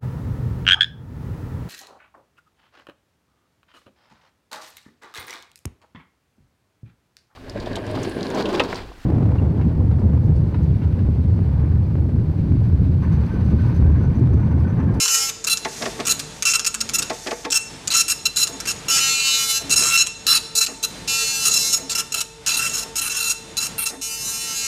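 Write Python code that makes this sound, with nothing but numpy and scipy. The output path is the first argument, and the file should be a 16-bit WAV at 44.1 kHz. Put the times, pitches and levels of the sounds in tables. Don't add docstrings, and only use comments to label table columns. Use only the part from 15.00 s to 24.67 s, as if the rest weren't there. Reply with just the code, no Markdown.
import sys
import numpy as np
from scipy import signal
from scipy.fft import rfft, irfft, next_fast_len
from scipy.io import wavfile
from scipy.ndimage import map_coordinates

SR = 44100
rng = np.random.default_rng(int(sys.argv[2]) if len(sys.argv) > 2 else 0)


def wrap_up_sound(samples):
    columns = np.atleast_2d(samples).T
    tamed = np.clip(columns, -1, 1)
    steps = np.round(tamed * 32767).astype(np.int16)
    wavfile.write(sys.argv[1], SR, steps)


N = 426447

COLUMN_HZ, STEP_HZ, BAND_LIMIT_HZ = 1349.1, 449, 15800
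ROW_GAP_COLUMNS, WORD_TINT_DB = 6, 2.2

# position/cycle, level/dB
DASH_STRIKES = [(0, 11), (0.386, -4), (0.778, -35)]
# t/s, level/dB
DASHED_RULES = [
    [(0, -15), (.04, -14.5), (.075, -20), (.11, -13.5), (.145, -14.5), (.19, -16), (.295, -21)],
    [(3.91, -13), (4.01, -15.5), (4.13, -16.5), (4.27, -15), (4.39, -17), (4.48, -19.5), (4.51, -13),
     (4.53, -19), (4.578, -18.5), (4.59, -31), (4.625, -34)],
    [(6.076, -19), (6.19, -17.5), (6.29, -19.5), (6.4, -21.5), (6.45, -19)],
    [(6.584, -18.5), (6.65, -18.5), (6.73, -21.5)],
    [(9.014, -24), (9.2, -27), (9.29, -21), (9.38, -24), (9.52, -24), (9.6, -21), (9.67, -23)],
]
# start/s, end/s
RULE_BREAKS = [(3.97, 4.0), (4.198, 4.212)]
# t/s, duration/s, level/dB
WORD_BURSTS = [(0.469, 0.018, -16), (0.497, 0.041, -16.5), (1.067, 0.019, -13), (1.093, 0.03, -16),
               (1.453, 0.045, -14), (1.5, 0.025, -16.5), (1.536, 0.026, -14.5), (1.664, 0.014, -12.5),
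               (1.805, 0.01, -17), (1.936, 0.026, -17), (1.984, 0.014, -15.5), (2.517, 0.015, -14),
               (2.541, 0.036, -14.5), (2.904, 0.027, -16.5), (2.938, 0.022, -13), (2.964, 0.057, -15.5),
               (3.081, 0.044, -16.5), (3.254, 0.015, -15), (3.36, 0.081, -16.5), (3.67, 0.048, -19.5),
               (3.883, 0.026, -19), (4.704, 0.038, -14.5), (4.759, 0.062, -16), (4.823, 0.079, -14.5),
               (4.903, 0.062, -16), (4.975, 0.049, -14.5), (5.267, 0.11, -13.5), (5.552, 0.043, -14),
               (5.604, 0.046, -16.5), (5.828, 0.023, -16), (6.452, 0.034, -14), (6.49, 0.055, -19.5),
               (6.535, 0.044, -15.5), (6.728, 0.021, -15), (6.749, 0.031, -25), (6.896, 0.037, -17.5),
               (6.95, 0.016, -18.5), (6.976, 0.031, -16), (7.121, 0.011, -22.5), (7.142, 0.0087, -16.5),
               (7.155, 0.043, -24), (7.205, 0.012, -14.5), (7.463, 0.021, -14.5), (7.491, 0.069, -18),
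               (7.567, 0.021, -17), (7.591, 0.095, -20.5), (7.694, 0.04, -27.5), (7.734, 0.026, -21.5),
               (7.767, 0.032, -20.5), (7.8, 0.037, -27), (7.956, 0.042, -18.5), (8.012, 0.071, -21),
               (8.096, 0.074, -23), (8.166, 0.023, -20.5), (8.19, 0.1, -22.5), (8.293, 0.03, -18.5),
               (8.569, 0.027, -19.5), (8.602, 0.069, -21.5), (8.781, 0.061, -21), (8.856, 0.024, -18.5),
               (8.876, 0.028, -26.5)]
# t/s, platen/dB, ribbon guide/dB, treble/dB
BAND_SHARES = [(0, -10, -12.5, -10), (.12, -11.5, -19, -10), (.2, -7, -11.5, -11), (.5, -11.5, -5, -9.5),
               (1.3, -7.5, -13.5, -8.5), (2.7, -11, -8.5, -12), (3.4, -10.5, -6.5, -9),
               (3.95, -8, -9, -11.5), (4.2, -7.5, -3.5, -17), (4.5, -9, -5.5, -7), (4.85, -9.5, -8.5, -10),
               (5.6, -12.5, -5.5, -8), (6.25, -9, -6, -10), (6.6, -14.5, -9, -7.5), (7.0, -9, -9.5, -9.5),
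               (8.4, -10.5, -8.5, -7.5), (9.1, -13.5, -11.5, -5.5), (9.67, -10, -7.5, -10)]
# lower f/Hz, upper f/Hz, rattle level/dB
HEAD_BANDS = [(0, 3400, -2), (3400, 4800, -3), (8300, SR, 0.5), (4800, 8300, 0)]
# f/Hz, density/dB
PIN_SPECTRUM = [(410, -66), (700, -34), (1350, -19.5), (1900, -23), (2750, -8), (3000, -7), (3240, -21),
                (3500, -5.5), (4100, 5.5), (4600, 1.5), (6800, 7.5), (9000, -5.5), (14300, -12),
                (15500, -53)]
# f/Hz, density/dB
RATTLE_SPECTRUM = [(530, -72.5), (900, -21.5), (1330, -9), (2050, -15.5), (2660, -4.5), (3140, -10.5),
                   (6820, -1), (14300, -26), (15000, -2), (15500, -107)]
# f/Hz, T60/s
COVER_DECAY = [(1000, 0.12), (4000, 0.048), (12000, 0.057)]
ROOM_DECAY = [(300, 0.85), (2700, 0.67), (7000, 0.74), (14000, 0.32)]
# t/s, fundamental/dB, octave/dB
STEP_LEVELS = [(0, -47, -60), (2.5, -53, -56.5), (5.3, -52, -57.5), (5.8, -51.5, -51.5), (9.67, -52, -52)]
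# f/Hz, level/dB, wavering/dB
HUM_TONES = [(48, -55, 0.5), (1820, -64.5, 4), (3590, -57, 3.5)]
# t/s, level/dB
RUMBLE_LEVELS = [(0, -47), (.56, -42.5), (1.18, -37.5), (2.3, -41.5), (3.3, -43.5), (3.61, -40.5),
                 (4.39, -43), (4.75, -38.5), (5.04, -42), (5.8, -44), (7.0, -40), (7.27, -47.5), (7.7, -38),
                 (8.37, -43.5), (9.67, -44.5)]
# f/Hz, density/dB
RUMBLE_SPECTRUM = [(20, -42), (40, -5), (150, 1), (400, -6.5), (800, -10.5), (1500, -13.5), (4000, -14.5),
                   (9000, -21), (15000, -42)]
# t/s, level/dB, second row re first/dB
UPRIGHT_LINES = [(0.053, -2, -1), (0.08, -5, 1), (0.145, -4.5, 0.5), (0.293, -8, 0.5), (0.442, -9.5, 1),
                 (0.5728, -9, -3), (1.0527, -10, 0), (1.194, -7.5, 0.5), (1.424, -5, -1.5),
                 (1.595, -4, -5.5), (1.647, -9, 0.5), (1.7431, -5.5, 0.5), (1.891, -10, 2.5),
                 (2.0216, -8, 2), (2.503, -10, 0), (2.8743, -7, 1.5), (3.472, -11.5, 3.5),
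                 (3.6023, -10.5, -1), (3.655, -15, 2), (4.6962, -11, -3), (5.066, -12.5, 6.5),
                 (5.664, -10, 0)]
# t/s, thud/dB, click re thud/dB
FEED_KNOCKS = [(0.65, -16, -0.5), (0.811, -23.5, -25), (0.823, -17, -1), (0.857, -15, -3.5),
               (0.989, -20.5, -16), (1.002, -20.5, 3), (2.1, -16.5, 0), (2.261, -22, -10), (2.272, -18, 0),
               (2.311, -16, -3.5), (2.446, -18, -11), (2.451, -22.5, 2)]
# t/s, level/dB
CARRIAGE_TURNS = [(3.482, -25), (3.529, -31), (4.598, -26), (4.8, -20.5), (5.576, -32), (5.678, -21.5),
                  (6.775, -22), (6.789, -41), (6.814, -36), (7.14, -26.5), (7.791, -29), (7.837, -29),
                  (8.897, -24.5), (8.92, -25.5)]
# f/Hz, bandwidth/Hz, level/dB
CASE_MODES = [(239, 91, -0.5), (407, 43, 5.5), (480, 14, 7), (660, 75, 4), (880.5, 21, 3.5),
              (1090, 106, -4), (1840, 360, -7.5), (2500, 430, -13.5)]
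# f/Hz, density/dB
CLICK_SPECTRUM = [(800, 4), (2500, 14), (6000, 12), (14000, -19)]
# t/s, level/dB
PAPER_SLIDES = [
    [(0.68, -38.5), (0.824, -36), (1.0, -47)],
    [(1.2, -54), (1.42, -46)],
    [(2.13, -40), (2.302, -39), (2.44, -42.5)],
]
# f/Hz, density/dB
PAPER_SPECTRUM = [(880, -44), (1500, -9), (3710, -15), (3930, -10), (6430, -1), (7940, -8.5), (14000, -23),
                  (15000, -26)]
# t/s, duration/s, f/Hz, level/dB
MOTOR_GROANS = [(1.156, 0.091, 270, -46), (1.2, 0.12, 150, -47), (1.718, 0.22, 223, -45),
                (2.432, 0.095, 271, -41.5), (3.504, 0.076, 270, -43), (4.642, .08, 276, -43),
                (5.692, 0.088, 271, -49.5), (6.816, 0.075, 268, -42), (7.85, .08, 274, -50.5),
                (8.96, 0.062, 272, -43)]
# f/Hz, gain/dB
MIC_RESPONSE = [(14550, 0), (14800, -34), (15800, -38)]


def amp(db):
    return 10 ** (np.asarray(db) / 20)


def unit(x):
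    return x / np.sqrt(np.mean(x ** 2) + 1e-20)


def along(points, hz):
    f, values = np.transpose(points)
    return np.interp(np.log(hz + 1), np.log(f + 1), values)


def curves(rows):
    times, *columns = np.transpose(rows)
    return [np.interp(np.arange(N) / SR, times, db, left=-120, right=-120) for db in columns]


def wobble(rate):
    return map_coordinates(rng.standard_normal(int(N * rate / SR) + 4), [np.arange(N) * rate / SR])


def filtered(x, response):
    size = next_fast_len(N + SR // 2)
    return irfft(rfft(x, size) * response(np.fft.rfftfreq(size, 1 / SR)), size)[..., :N]


def minimum_phase(spectrum, hz):
    cepstrum = irfft(np.log(amp(along(spectrum, hz)) + 1e-6))
    half = len(cepstrum) // 2
    cepstrum[1:half] *= 2
    cepstrum[half + 1:] = 0
    return np.exp(rfft(cepstrum))


def noise(spectrum):
    return unit(filtered(rng.standard_normal(N), lambda hz: amp(along(spectrum, hz))))


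def pulses(times, sizes):
    at = times[:, None] * SR
    taps = np.floor(at) + np.arange(-7, 9)
    kernel = np.sinc(taps - at) * np.cos(np.pi * (taps - at) / 16) ** 2
    indices = np.clip(taps, 0, N).astype(int)
    return np.bincount(indices.ravel(), (kernel * sizes[:, None]).ravel(), N + 1)[:N]


def reverberation(x, hop, seconds, t60):
    starts = np.arange(0, N + hop, hop)
    pieces = np.pad(x, (hop, 2 * hop))[starts[:, None] + np.arange(2 * hop)] * np.hanning(2 * hop)
    hz, t, spectra = signal.stft(rng.standard_normal((len(starts), int(seconds * SR))), SR, nperseg=128)
    tails = signal.istft(spectra * amp(-60 * t / along(t60, hz)[:, None]), SR, nperseg=128)[1]
    tails /= np.linalg.norm(tails, axis=1, keepdims=True)
    wet = signal.fftconvolve(pieces, tails, axes=1)
    indices = starts[:, None] + np.arange(wet.shape[1])
    return np.bincount(indices.ravel(), wet.ravel())[hop:hop + N]


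def pin_strikes(rule_share):
    columns = np.arange(int(N / SR * COLUMN_HZ)) / COLUMN_HZ
    at = (columns * SR).astype(int)
    force = np.abs(1 + .55 * wobble(220)[at] + .2 * rng.standard_normal(len(columns)))
    lag = 2.5e-5 * wobble(45)[at] + rng.normal(0, 1e-5, len(columns))
    letters = unit(pulses(columns + lag, force))
    dashes, rule = columns[::5], np.zeros(N)
    for position, db in DASH_STRIKES:
        times = dashes + 5 * position / COLUMN_HZ + rng.normal(0, 6e-6, len(dashes))
        rule += pulses(times, amp(db + rng.normal(0, 1, len(dashes))))
    return np.sqrt(rule_share) * unit(rule) + np.sqrt(1 - rule_share) * letters


def band_gains():
    level = sum(amp(curves(rows)[0]) for rows in DASHED_RULES)
    tint_db = np.zeros((3, N))
    for start, length, db in WORD_BURSTS:
        span = slice(round(start * SR), round((start + length) * SR))
        level[span] = amp(db)
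        tint_db[:, span] = rng.normal(0, WORD_TINT_DB, (3, 1))
    shares = amp(np.array(curves(BAND_SHARES)) + tint_db)
    remainder = np.sqrt(np.maximum(1 - np.sum(shares ** 2, axis=0), .02))
    return level * np.vstack([shares, remainder])


def bending_waves(strikes):
    grid_hz = np.linspace(0, SR / 2, 100)
    lag_cycles = np.cumsum(rng.uniform(0, .0035, 100)) * SR / 200
    return filtered(strikes, lambda hz: np.exp(-2j * np.pi * np.interp(hz, grid_hz, lag_cycles)))


def print_head():
    rule_share = np.zeros(N)
    for (start, _), *_, (end, _) in DASHED_RULES:
        rule_share[round(start * SR):round(end * SR)] = .985
    for start, end in RULE_BREAKS:
        rule_share[round(start * SR):round(end * SR)] = 0
    strikes, gains = pin_strikes(rule_share), band_gains()
    strikes = bending_waves(strikes)
    rattle_db = -2 - 9.9 * rule_share + 1.2 * (1 - rule_share) * wobble(200)
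    rattle = amp(rattle_db) * rng.standard_normal(N)
    sound = pin_volleys()
    for gain, (low_hz, high_hz, db) in zip(gains, HEAD_BANDS):
        for drive, spectrum in ((strikes, PIN_SPECTRUM), (amp(db) * rattle, RATTLE_SPECTRUM)):
            band = lambda hz: minimum_phase(spectrum, hz) * (hz > low_hz) * (hz <= high_hz)
            power = np.mean(np.abs(band(np.linspace(0, SR / 2, 4097))) ** 2)
            sound += filtered(drive * gain, band) / np.sqrt(power)
    cover = reverberation(sound, hop=3300, seconds=.06, t60=COVER_DECAY)
    return amp(-6) * sound + amp(-5) * cover


def motor_hum():
    step_db, octave_db = curves(STEP_LEVELS)
    t = np.arange(N) / SR
    phase = 2 * np.pi * STEP_HZ * t + .35 * wobble(15)
    tones = amp(step_db + 2 + 4.2 * wobble(25)) * np.sin(phase)
    tones += amp(octave_db + 3 + 3 * wobble(12)) * np.sin(2 * phase)
    for hz, db, waver_db in HUM_TONES:
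        level = amp(db + 2.5 + waver_db * wobble(6.7))
        tones += level * np.sin(2 * np.pi * hz * t + .66 * wobble(7.7))
    return tones


def rumble():
    level_db = curves(RUMBLE_LEVELS)[0] + 1.2 * wobble(14) + 2.7 * wobble(4)
    return amp(level_db) * noise(RUMBLE_SPECTRUM)


def pin_volleys():
    t, volleys = np.arange(SR // 100) / SR, np.zeros(N)
    for start, db, second_db in UPRIGHT_LINES:
        for delay, row_db in ((0, db), (ROW_GAP_COLUMNS / COLUMN_HZ, db + second_db)):
            volley = amp(row_db - 60 * t / .008) * rng.standard_normal(len(t))
            volleys[round((start + delay) * SR):][:len(t)] += volley
    return amp(8) * filtered(volleys, lambda hz: minimum_phase(RATTLE_SPECTRUM, hz))


def add_impact(track, start, db, rise_s, t60_s):
    t = np.arange(int(.12 * SR)) / SR
    envelope = amp(db - 60 * t / t60_s) * (1 - np.exp(-t / rise_s))
    track[round(start * SR):][:len(t)] += envelope * rng.standard_normal(len(t))


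def case_response(hz):
    return sum((-1) ** k * amp(db) * 1j * hz * width / (mode_hz ** 2 - hz ** 2 + 1j * hz * width)
               for k, (mode_hz, width, db) in enumerate(CASE_MODES))


def case_knocks():
    thuds, clicks = np.zeros((2, N + SR))
    for start, db, click_db in FEED_KNOCKS:
        add_impact(thuds, start, db, rise_s=.0042, t60_s=.084)
        add_impact(clicks, start - .003, db + click_db, rise_s=.0088, t60_s=.034)
    for start, db in CARRIAGE_TURNS:
        add_impact(thuds, start, db - 8, rise_s=.012, t60_s=.2)
    ticks = filtered(clicks[:N], lambda hz: minimum_phase(CLICK_SPECTRUM, hz))
    return amp(15) * filtered(thuds[:N], case_response) + amp(1.5) * ticks


def paper_rustle():
    level = sum(amp(curves(rows)[0]) for rows in PAPER_SLIDES)
    return level * amp(1.5 * wobble(90)) * noise(PAPER_SPECTRUM)


def motor_groans():
    t, groans = np.arange(N) / SR, np.zeros(N)
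    for start, length, hz, db in MOTOR_GROANS:
        swell = np.sin(np.pi * np.clip((t - start) / length, 0, 1))
        groans += amp(db + 6) * swell * np.sin(2 * np.pi * hz * t)
    return groans


def scene():
    direct = print_head() + case_knocks() + paper_rustle()
    room = amp(-13.5) * reverberation(direct, hop=3300, seconds=.6, t60=ROOM_DECAY)
    mid = direct + room + motor_hum() + rumble() + motor_groans()
    side = amp(-56.5) * reverberation(mid, hop=11000, seconds=.02, t60=[(1000, .0056)])
    return np.array([mid + side, mid - side])


def record(dry):
    soft = dry / (1 + np.abs(dry / 0.88) ** 4) ** (1 / 4)
    return filtered(soft, lambda hz: amp(along(MIC_RESPONSE, hz)) * (hz < BAND_LIMIT_HZ))


dry = scene()
out = record(dry)
wrap_up_sound(out)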